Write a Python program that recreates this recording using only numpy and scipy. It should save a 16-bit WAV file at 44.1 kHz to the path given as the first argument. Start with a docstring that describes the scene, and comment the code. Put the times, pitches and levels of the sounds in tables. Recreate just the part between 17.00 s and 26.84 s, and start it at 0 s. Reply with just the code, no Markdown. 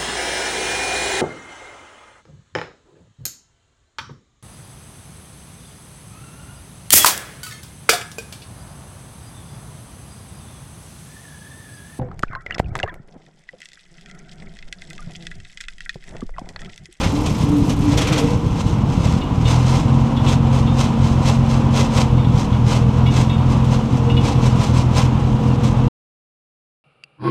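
"""An engine pops and stumbles at low speed as a skid steer pushes a rotary mower into brush,
heard from the open cab. It picks up and runs on with frequent misfires; its fan and hydraulics hum.
The blades roar under the deck, shred stems in bursts and snap wood while loose steel clinks.
All sound stops abruptly."""
import sys
import numpy as np
from scipy import signal
from scipy.fft import rfft, irfft, next_fast_len
from scipy.io import wavfile
from scipy.ndimage import map_coordinates

SR = 44100
rng = np.random.default_rng(int(sys.argv[2]) if len(sys.argv) > 2 else 0)


def master_out(mix):
    """Clip the mix to full scale and print it as 16-bit PCM to the path in sys.argv[1]."""
    frames = np.transpose(np.atleast_2d(mix))
    ceiling = np.clip(frames, -1, 1)
    pcm = np.round(ceiling * 32767).astype(np.int16)
    wavfile.write(sys.argv[1], SR, pcm)


N = 433944
TIME = np.arange(N) / SR
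CATCH_S, STOP_S = 2.383, 8.885  # engine catches; sound ends
THINNING_S = [1.27, 1.59]  # the opening thicket thins out over this span


def amp(db):
    """Decibels to gain."""
    return 10 ** (np.asarray(db) / 20)


def unit(x):
    """Scale to rms 1."""
    return x / np.sqrt(np.mean(x ** 2) + 1e-20)


def wobble(rate_hz):
    """Smooth random curve, rate_hz knots a second."""
    return map_coordinates(rng.standard_normal(int(N * rate_hz / SR) + 4), [TIME * rate_hz])


def gain(spectrum, hz):
    """Gain of (Hz, dB) points on a log axis."""
    points_hz, db = np.transpose(spectrum)
    return amp(np.interp(np.log(hz + 1), np.log(points_hz), db))


def filtered(x, response):
    """Apply a response given as a function of Hz."""
    size = next_fast_len(N + SR // 2)
    return irfft(rfft(x, size) * response(np.fft.rfftfreq(size, 1 / SR)), size)[:N]


def coloured(x, spectrum):
    """Filter by (Hz, dB) points; rms 1."""
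    return unit(filtered(x, lambda hz: gain(spectrum, hz)))


def add(track, start_s, sound):
    """Mix a sound into the track."""
    start = round(start_s * SR)
    sound = sound[max(-start, 0):]
    part = track[max(start, 0):][:len(sound)]
    part += sound[:len(part)]


def crackle(rate_hz, spread_db):
    """Random clicks of uneven size; rms 1."""
    hits, size = rng.random(N) < rate_hz / SR, rng.standard_normal(N)
    return unit(hits * np.sign(size) * amp(spread_db * np.minimum(np.abs(size), 2)))


def hum(hz, drift_hz, waver_db):
    """Unsteady tone; rms 1."""
    return unit(amp(waver_db * wobble(25)) * np.sin(2 * np.pi * np.cumsum(hz + drift_hz * wobble(22)) / SR))


def swells(rows, floor_db, skew=1, steep=1):
    """Gain of (s, dB, half length s) swells; above 1, skew speeds the rise, steep squares the top."""
    t = TIME[::64]
    stretch = lambda u: np.minimum(np.maximum(-u * skew, u / skew) ** steep, 20)
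    power = sum(amp(2 * db) / np.cosh(stretch((t - s) / half_s)) ** 2 for s, db, half_s in rows)
    return np.sqrt(np.interp(TIME, t, power) + amp(2 * floor_db))


def thud(width_s, boom_gain, boom_hz, t60_s, lead_s):
    """A pressure puff between two troughs, with the boom of the cab; peak at the middle."""
    t = np.arange(-(SR // 10), SR // 10) / SR
    puff = (1 - (t / width_s) ** 2) * np.exp(-.5 * (t / width_s) ** 2)
    boom = np.cos(2 * np.pi * boom_hz * t) * amp(-60 * np.abs(t) / np.where(t > 0, t60_s, lead_s))
    return (puff + boom_gain * boom) / (1 + boom_gain)


# Each row: time in seconds, engine firing rate in Hz.
FIRING_RATE = [(0, 33), (1.4, 32.8), (2.38, 39.04), (2.79, 44.02), (4.12, 43.51), (4.81, 43.91),
               (5.45, 39.81), (6.42, 42.85), (7.68, 41.39), (8.88, 42.33)]

def crankshaft():
    """Firing rate, and crank position in firings since the engine catches."""
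    firing_hz = np.interp(TIME, *np.transpose(FIRING_RATE))
    crank = np.cumsum(firing_hz) / SR
    return firing_hz, crank - crank[round(CATCH_S * SR)]


# Each row: time of a hard exhaust pop in seconds, relative level in dB.
EXHAUST_POPS = [(.065, -1.5), (.316, -3), (.41, -2.5), (.44, -2), (0.505, -3), (0.532, -7.5), (0.625, -2),
                (.687, -5), (.807, -0.5), (0.93, -1), (.963, -2), (1.12, -2), (1.244, -3.5), (1.366, -4),
                (1.666, -3), (1.753, -1.5), (1.839, -.5), (1.896, -6), (1.979, 1), (2.008, -2.5),
                (2.063, 2.5), (2.088, -4), (2.144, -0.5), (2.167, -2.5), (2.33, -2)]

def pops(level_db=-3):
    """The stumbling engine fires in single hard thuds."""
    out = np.zeros(N)
    shape = thud(width_s=.0016, boom_gain=.51, boom_hz=113.7, t60_s=.04, lead_s=.029)
    for s, db in EXHAUST_POPS:
        add(out, s - len(shape) / 2 / SR, amp(db + level_db) * shape)
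    return out


# Each row: middle of a run of misfires in seconds, firings missed.
MISFIRE_RUNS = [(2.81, 3), (3.13, 3), (3.91, 5), (4.9, 3), (5.45, 4), (6.86, 3), (7.31, 3), (7.65, 3),
                (8.39, 3)]

def exhaust(crank, firing_hz, puff_db=-6.4, miss_db=-21, stumble_db=-8, unlit_db=-34, scatter_db=1,
            lug_db_per_hz=.15, stumble_share=.13, miss_share=.29, clean_hz_per_s=7):
    """One puff per firing, harder under load. Few light before the catch; after it, some miss."""
    fire = np.flatnonzero(np.diff(np.floor(crank)) > 0)
    chance, scatter = rng.random(len(fire)), rng.standard_normal(len(fire))
    pickup = np.clip(np.gradient(firing_hz)[fire] * SR / clean_hz_per_s, 0, 1)
    misses = np.floor(np.cumsum(2 * chance * miss_share * (1 - pickup)))  # fewer while speeding up
    caught = crank[fire] > -.5
    lit = np.where(caught, np.diff(misses, prepend=0) == 0, chance < stumble_share)
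    firings_from = lambda times_s: np.abs(TIME[fire, None] - times_s) * firing_hz[fire, None]
    run_s, run_firings = np.transpose(MISFIRE_RUNS)
    lit &= (firings_from(run_s) > run_firings / 2).all(1)
    lit &= (firings_from(np.transpose(EXHAUST_POPS)[0]) > .5).all(1)  # room for the hard pops
    firm_db = puff_db + lug_db_per_hz * (firing_hz.max() - firing_hz[fire])
    firing_db = np.where(caught, np.where(lit, firm_db, miss_db), np.where(lit, stumble_db, unlit_db))
    puffs = np.zeros(N)
    puffs[fire] = amp(firing_db + scatter_db * scatter)
    shape = thud(width_s=.0023, boom_gain=.85, boom_hz=123, t60_s=.065, lead_s=.04)
    return signal.fftconvolve(puffs, shape, "same")


# Each row: multiple of the firing rate, rms level in dB at full speed.
SHAFT_ORDERS = [(3, -28.5), (5.2, -22), (6, -32.5), (7, -40), (12, -39.5), (17.3, -43)]

def shafts(crank, firing_hz, rise_db_per_hz=.92, flutter_rad=.047, waver_db=.9, labouring_db=-9):
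    """Intake, fan and pump tones follow the crank and grow as it comes up to speed."""
    tones = sum(amp(db + waver_db * wobble(13)) * np.cos(2 * np.pi * k * crank + flutter_rad * wobble(30))
                for k, db in SHAFT_ORDERS)
    slow_db = np.interp(TIME, [CATCH_S, 2.9], [labouring_db, 0])
    return np.sqrt(2) * tones * amp(rise_db_per_hz * (firing_hz - firing_hz.max()) + slow_db)


# Each row: frequency in Hz, relative level in dB.
RUMBLE_SPECTRUM = [(15, -26.5), (38, 2.5), (60, 1.5), (110, 2.5), (160, 3.5), (195, -1), (270, 0.5),
                   (340, -9), (480, -17), (900, -63)]

def chassis(firing_hz, level_db=-21, lug_db_per_hz=.17):
    """The chassis rumbles, slightly louder at low engine speed."""
    rumble = coloured(rng.standard_normal(N), RUMBLE_SPECTRUM)
    return amp(level_db + lug_db_per_hz * (firing_hz.max() - firing_hz)) * rumble


# Each row: resonance in Hz, width in Hz, relative level in dB.
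DECK_MODES = [(980, 36, -6), (3410, 60, -9.5), (3650, 18, -7), (4410, 26, 0), (5000, 34, -7),
              (5600, 49, 0.5), (6018, 35, -16), (6100, 54, -17), (8748, 32, -5), (13777, 54, 1)]

def through_deck(x, spectrum):
    """Colour a sound and let the steel mower deck ring with it; rms 1."""
    def response(hz):
        ring = sum(amp(db) * 1j * hz * width_hz / (mode_hz ** 2 - hz ** 2 + 1j * hz * width_hz)
                   for mode_hz, width_hz, db in DECK_MODES)
        return gain(spectrum, hz) * (1 + ring)
    return unit(filtered(x, response))


# Each row: frequency in Hz, relative level in dB.
BLADE_SPECTRUM = [(200, -22.5), (380, -2.5), (520, 1), (640, -0.5), (800, 2.5), (1020, 2), (1300, -5),
                  (1650, -14), (2100, -15.5), (2900, -12.5), (3700, -19), (4600, -25.5), (7000, -30),
                  (13000, -49.5)]

def blades(crank, firing_hz, feed, air_db=-28.5, rise_db_per_hz=.37, chop_db=2, throb=.0505, waver_db=.82):
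    """The blades throb with the engine and roar more as they speed up or chop."""
    air = rng.standard_normal(N) + .27 * crackle(rate_hz=700, spread_db=-4)
    air *= 1 + throb * np.cos(2 * np.pi * crank)
    spin_db = air_db + rise_db_per_hz * (firing_hz - firing_hz.max())
    effort = np.hypot(amp(spin_db), amp(chop_db) * feed)
    return effort * amp(waver_db * wobble(18)) * through_deck(air, BLADE_SPECTRUM)


# Each row: time a stem meets the blades in seconds, relative level in dB.
STEM_BITES = [(.03, -33.5), (.3, -44), (.92, -36), (1.29, -47.5), (1.604, -38.5), (1.69, -43), (1.92, -41),
              (2.05, -37), (2.12, -38.5), (2.51, -32), (2.59, -36.5), (2.69, -33.5), (2.77, -35.5),
              (3.3, -33), (3.573, -36.5), (3.816, -31.5), (4.06, -36.5), (4.286, -30), (4.526, -37.5),
              (4.792, -28.5), (4.981, -30), (5.396, -36.5), (5.719, -30), (6.175, -32), (6.527, -39),
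              (6.727, -37.5), (6.95, -43.5), (7.276, -33.5), (7.462, -35.5), (7.638, -32.5), (7.778, -35.5),
              (7.992, -31), (8.665, -41)]

def growth_feed(thicket_db=-42, litter_db=-51, clump_db=2.2, stem_half_s=.033):
    """Growth reaching the blades: stems, bitten fast and trailing off, over clumps of small growth."""
    growth_db = np.interp(TIME, THINNING_S, [thicket_db, litter_db]) + clump_db * wobble(16)
    return swells([(s, db, stem_half_s) for s, db in STEM_BITES], growth_db, skew=1.115, steep=1.07)


def panels(x, ring_gain=.6, t60_s=.098):
    """Sheet steel adds a short ring of countless close modes."""
    t = np.arange(SR // 6) / SR
    tail = rng.standard_normal(len(t)) * amp(-60 * t / t60_s)
    return unit(x + ring_gain * signal.fftconvolve(x, tail / np.linalg.norm(tail))[:N])


# Each row: frequency in Hz, relative level in dB.
CHIP_SPECTRUM = [(200, -17), (500, 12.5), (1100, 5), (1700, -1), (2400, 3.5), (3400, 3.5), (4500, -2.5),
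                 (6100, 0), (8500, -8), (10000, -16.5), (13500, -26), (15500, -47.5)]

def brush(feed, level_db=6, flutter_db=1.75):
    """Shredded growth sprays as chips against the deck."""
    grit = crackle(rate_hz=900, spread_db=5)
    chips = panels(rng.standard_normal(N) + grit)
    return amp(level_db + flutter_db * wobble(70)) * feed * through_deck(chips, CHIP_SPECTRUM)


# Each row: frequency in Hz, relative level in dB.
TWIG_SPECTRUM = [(800, -22), (2500, -0.5), (8000, 2.5), (13000, -4.5), (15500, -18.5)]

def twigs(level_db=-49, t60_s=.04):
    """Dry twigs crunch brightly in the thicket and thin out beyond it."""
    t = np.arange(SR // 20) / SR
    breaks = crackle(rate_hz=110, spread_db=3)
    power = np.abs(signal.fftconvolve(breaks ** 2, amp(-120 * t / t60_s))[:N])
    crunch = coloured(np.sqrt(power) * rng.standard_normal(N), TWIG_SPECTRUM)
    return amp(level_db + np.interp(TIME, THINNING_S, [0, -20])) * crunch


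# Each row: frequency in Hz, relative level in dB.
WOOD_SPECTRUM = [(300, -11.5), (1200, 3.5), (1700, 0.5), (2400, 3), (3500, -1), (5500, -12), (12000, -42)]
# Each row: peak time in seconds, relative level in dB, half length in seconds.
SAPLING_GRINDS = [(.02, -4.5, .05), (1.1, -1.5, .11)]

def saplings(level_db=-29, flutter_db=3.9):
    """Thick stems grind under the deck, duller than the brush."""
    grind = amp(level_db + flutter_db * wobble(45)) * swells(SAPLING_GRINDS, floor_db=-46.5, steep=1.5)
    return grind * through_deck(crackle(rate_hz=3100, spread_db=3), WOOD_SPECTRUM)


# Each row: peak time in seconds, relative level in dB, half length in seconds.
PUMP_MOANS = [(.19, -19, 0.053), (.55, -16, 0.071), (.87, -18, 0.055), (1.13, -22, 0.11)]

def pump(level_db=-1.3, upper_db=-16):
    """The hydraulic pump moans on two notes while the engine labours."""
    lower = hum(hz=289.7, drift_hz=8, waver_db=2)
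    upper = amp(upper_db) * hum(hz=438, drift_hz=22.4, waver_db=2)
    return amp(level_db) * swells(PUMP_MOANS, floor_db=-57, skew=1.29) * (lower + upper)


# Each row: time of the break in seconds, relative level in dB.
WOOD_SNAPS = [(.262, -8), (0.697, -8.5), (0.977, -2), (1.015, -6), (1.074, -8), (1.126, -6.5), (1.181, -4),
              (2.503, -15.5), (4.258, -16.5), (4.7634, -16), (6.6458, -19), (8.638, -15)]

def snaps(splinter_db=-11.5, splinter_t60_s=.14, crack_db=-25, crack_t60_s=.094, tear_s=.007):
    """Wood tears with one bright crack and a short run of splinters."""
    splinters, cracks = np.zeros(N), np.zeros(N)
    t = np.arange(SR // 5) / SR
    rise = 1 - np.exp(-(t / tear_s) ** 2)
    for s, db in WOOD_SNAPS:
        add(splinters, s - tear_s, amp(db + splinter_db - 60 * t / splinter_t60_s) * rise)
        add(cracks, s - tear_s, amp(db + crack_db - 60 * t / crack_t60_s) * rise)
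    bright = coloured(rng.standard_normal(N), TWIG_SPECTRUM)
    return splinters * through_deck(crackle(rate_hz=5000, spread_db=-1), CHIP_SPECTRUM) + cracks * bright


# Each row: peak time in seconds, relative level in dB, half length in seconds.
DRIVE_PUSHES = [(1.21, -25, .11), (5.15, -32.5, .14), (5.9, -32.5, 0.15), (7.15, -28.5, .22),
                (8.49, -30.5, .1), (8.85, -31, 0.072)]

def drive(level_db=-1, strain_hz=22):
    """The hydraulic drive whines as the loader creeps; its pitch wanders under strain at first."""
    wander_hz = np.interp(TIME, [1.3, 1.8], [strain_hz, 0]) * wobble(70)
    whine = hum(hz=473 + wander_hz, drift_hz=6, waver_db=3)
    return amp(level_db) * swells(DRIVE_PUSHES, floor_db=-40) * whine


# Each row: frequency in Hz, relative level in dB, t60 in seconds.
STEEL_MODES = [(1438, -10.5, .04), (2250, -2, 0.11), (2690, 0.5, 0.066), (2893, 3.5, 0.16),
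               (3220, -7, 0.019), (3380, 0, 0.11), (3400, 7, 0.018), (3570, -5.5, 0.055), (3630, 0, 0.19),
               (4010, -15, 0.074)]
# Each row: start in seconds, peak level in dB.
STEEL_KNOCKS = [(2.2109, -25), (2.452, -17), (3.1653, -23), (3.262, -19.5), (3.6696, -23), (5.1795, -29.5),
                (5.245, -27), (5.5268, -27), (6.0613, -20), (6.297, -20.5), (7.0963, -21.5),
                (7.1666, -14.5)]

def clinks(chatter_t60_s=.085, rattle_db=-11, rattle_t60_s=.47, detune=.012, scatter_db=3.3):
    """Each knock lands on a new spot of the loose steel, which chatters and rattles on for a moment."""
    out, t = np.zeros(N), np.arange(SR // 3) / SR
    for s, peak_db in STEEL_KNOCKS:
        ring = np.zeros(len(t))
        for hz, db, t60_s in STEEL_MODES:
            decay = amp(db + rng.normal(0, scatter_db) - 60 * t / t60_s)
            ring += decay * np.sin(2 * np.pi * hz * (1 + detune * rng.uniform(-1, 1)) * t)
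        force = amp(-60 * t / chatter_t60_s) + amp(rattle_db - 60 * t / rattle_t60_s)
        knock = signal.fftconvolve(ring, force * rng.standard_normal(len(t)) ** 3)[:len(t)]
        add(out, s, amp(peak_db) * knock / np.abs(knock).max())
    return out


def squeak(peak_s=8.51, half_s=.023, level_db=-40):
    """A dry joint squeaks once."""
    envelope = np.exp(-((TIME - peak_s) / half_s) ** 2)
    return amp(level_db) * envelope * hum(hz=2760, drift_hz=29.5, waver_db=-1.5)


def scene():
    """The crank drives the exhaust, the accessories and the mower; growth drives the cutting."""
    firing_hz, crank = crankshaft()
    feed = growth_feed()
    engine = pops() + exhaust(crank, firing_hz) + shafts(crank, firing_hz) + pump() + drive()
    cutting = brush(feed) + saplings() + twigs() + snaps()
    machine = chassis(firing_hz) + blades(crank, firing_hz, feed)
    return (engine + machine + cutting + clinks() + squeak())[None]


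def record(dry, ceiling=.83, fade_s=.004, top_hz=15600):
    """Round off the highest peaks, stop abruptly and cut the top treble."""
    rounded = dry[0] / (1 + np.abs(dry[0] / ceiling) ** 6) ** (1 / 6)
    gate = np.clip((STOP_S - TIME) / fade_s, 0, 1)
    return filtered(rounded * gate, lambda hz: hz < top_hz)[None]


dry = scene()
out = record(dry)
master_out(out)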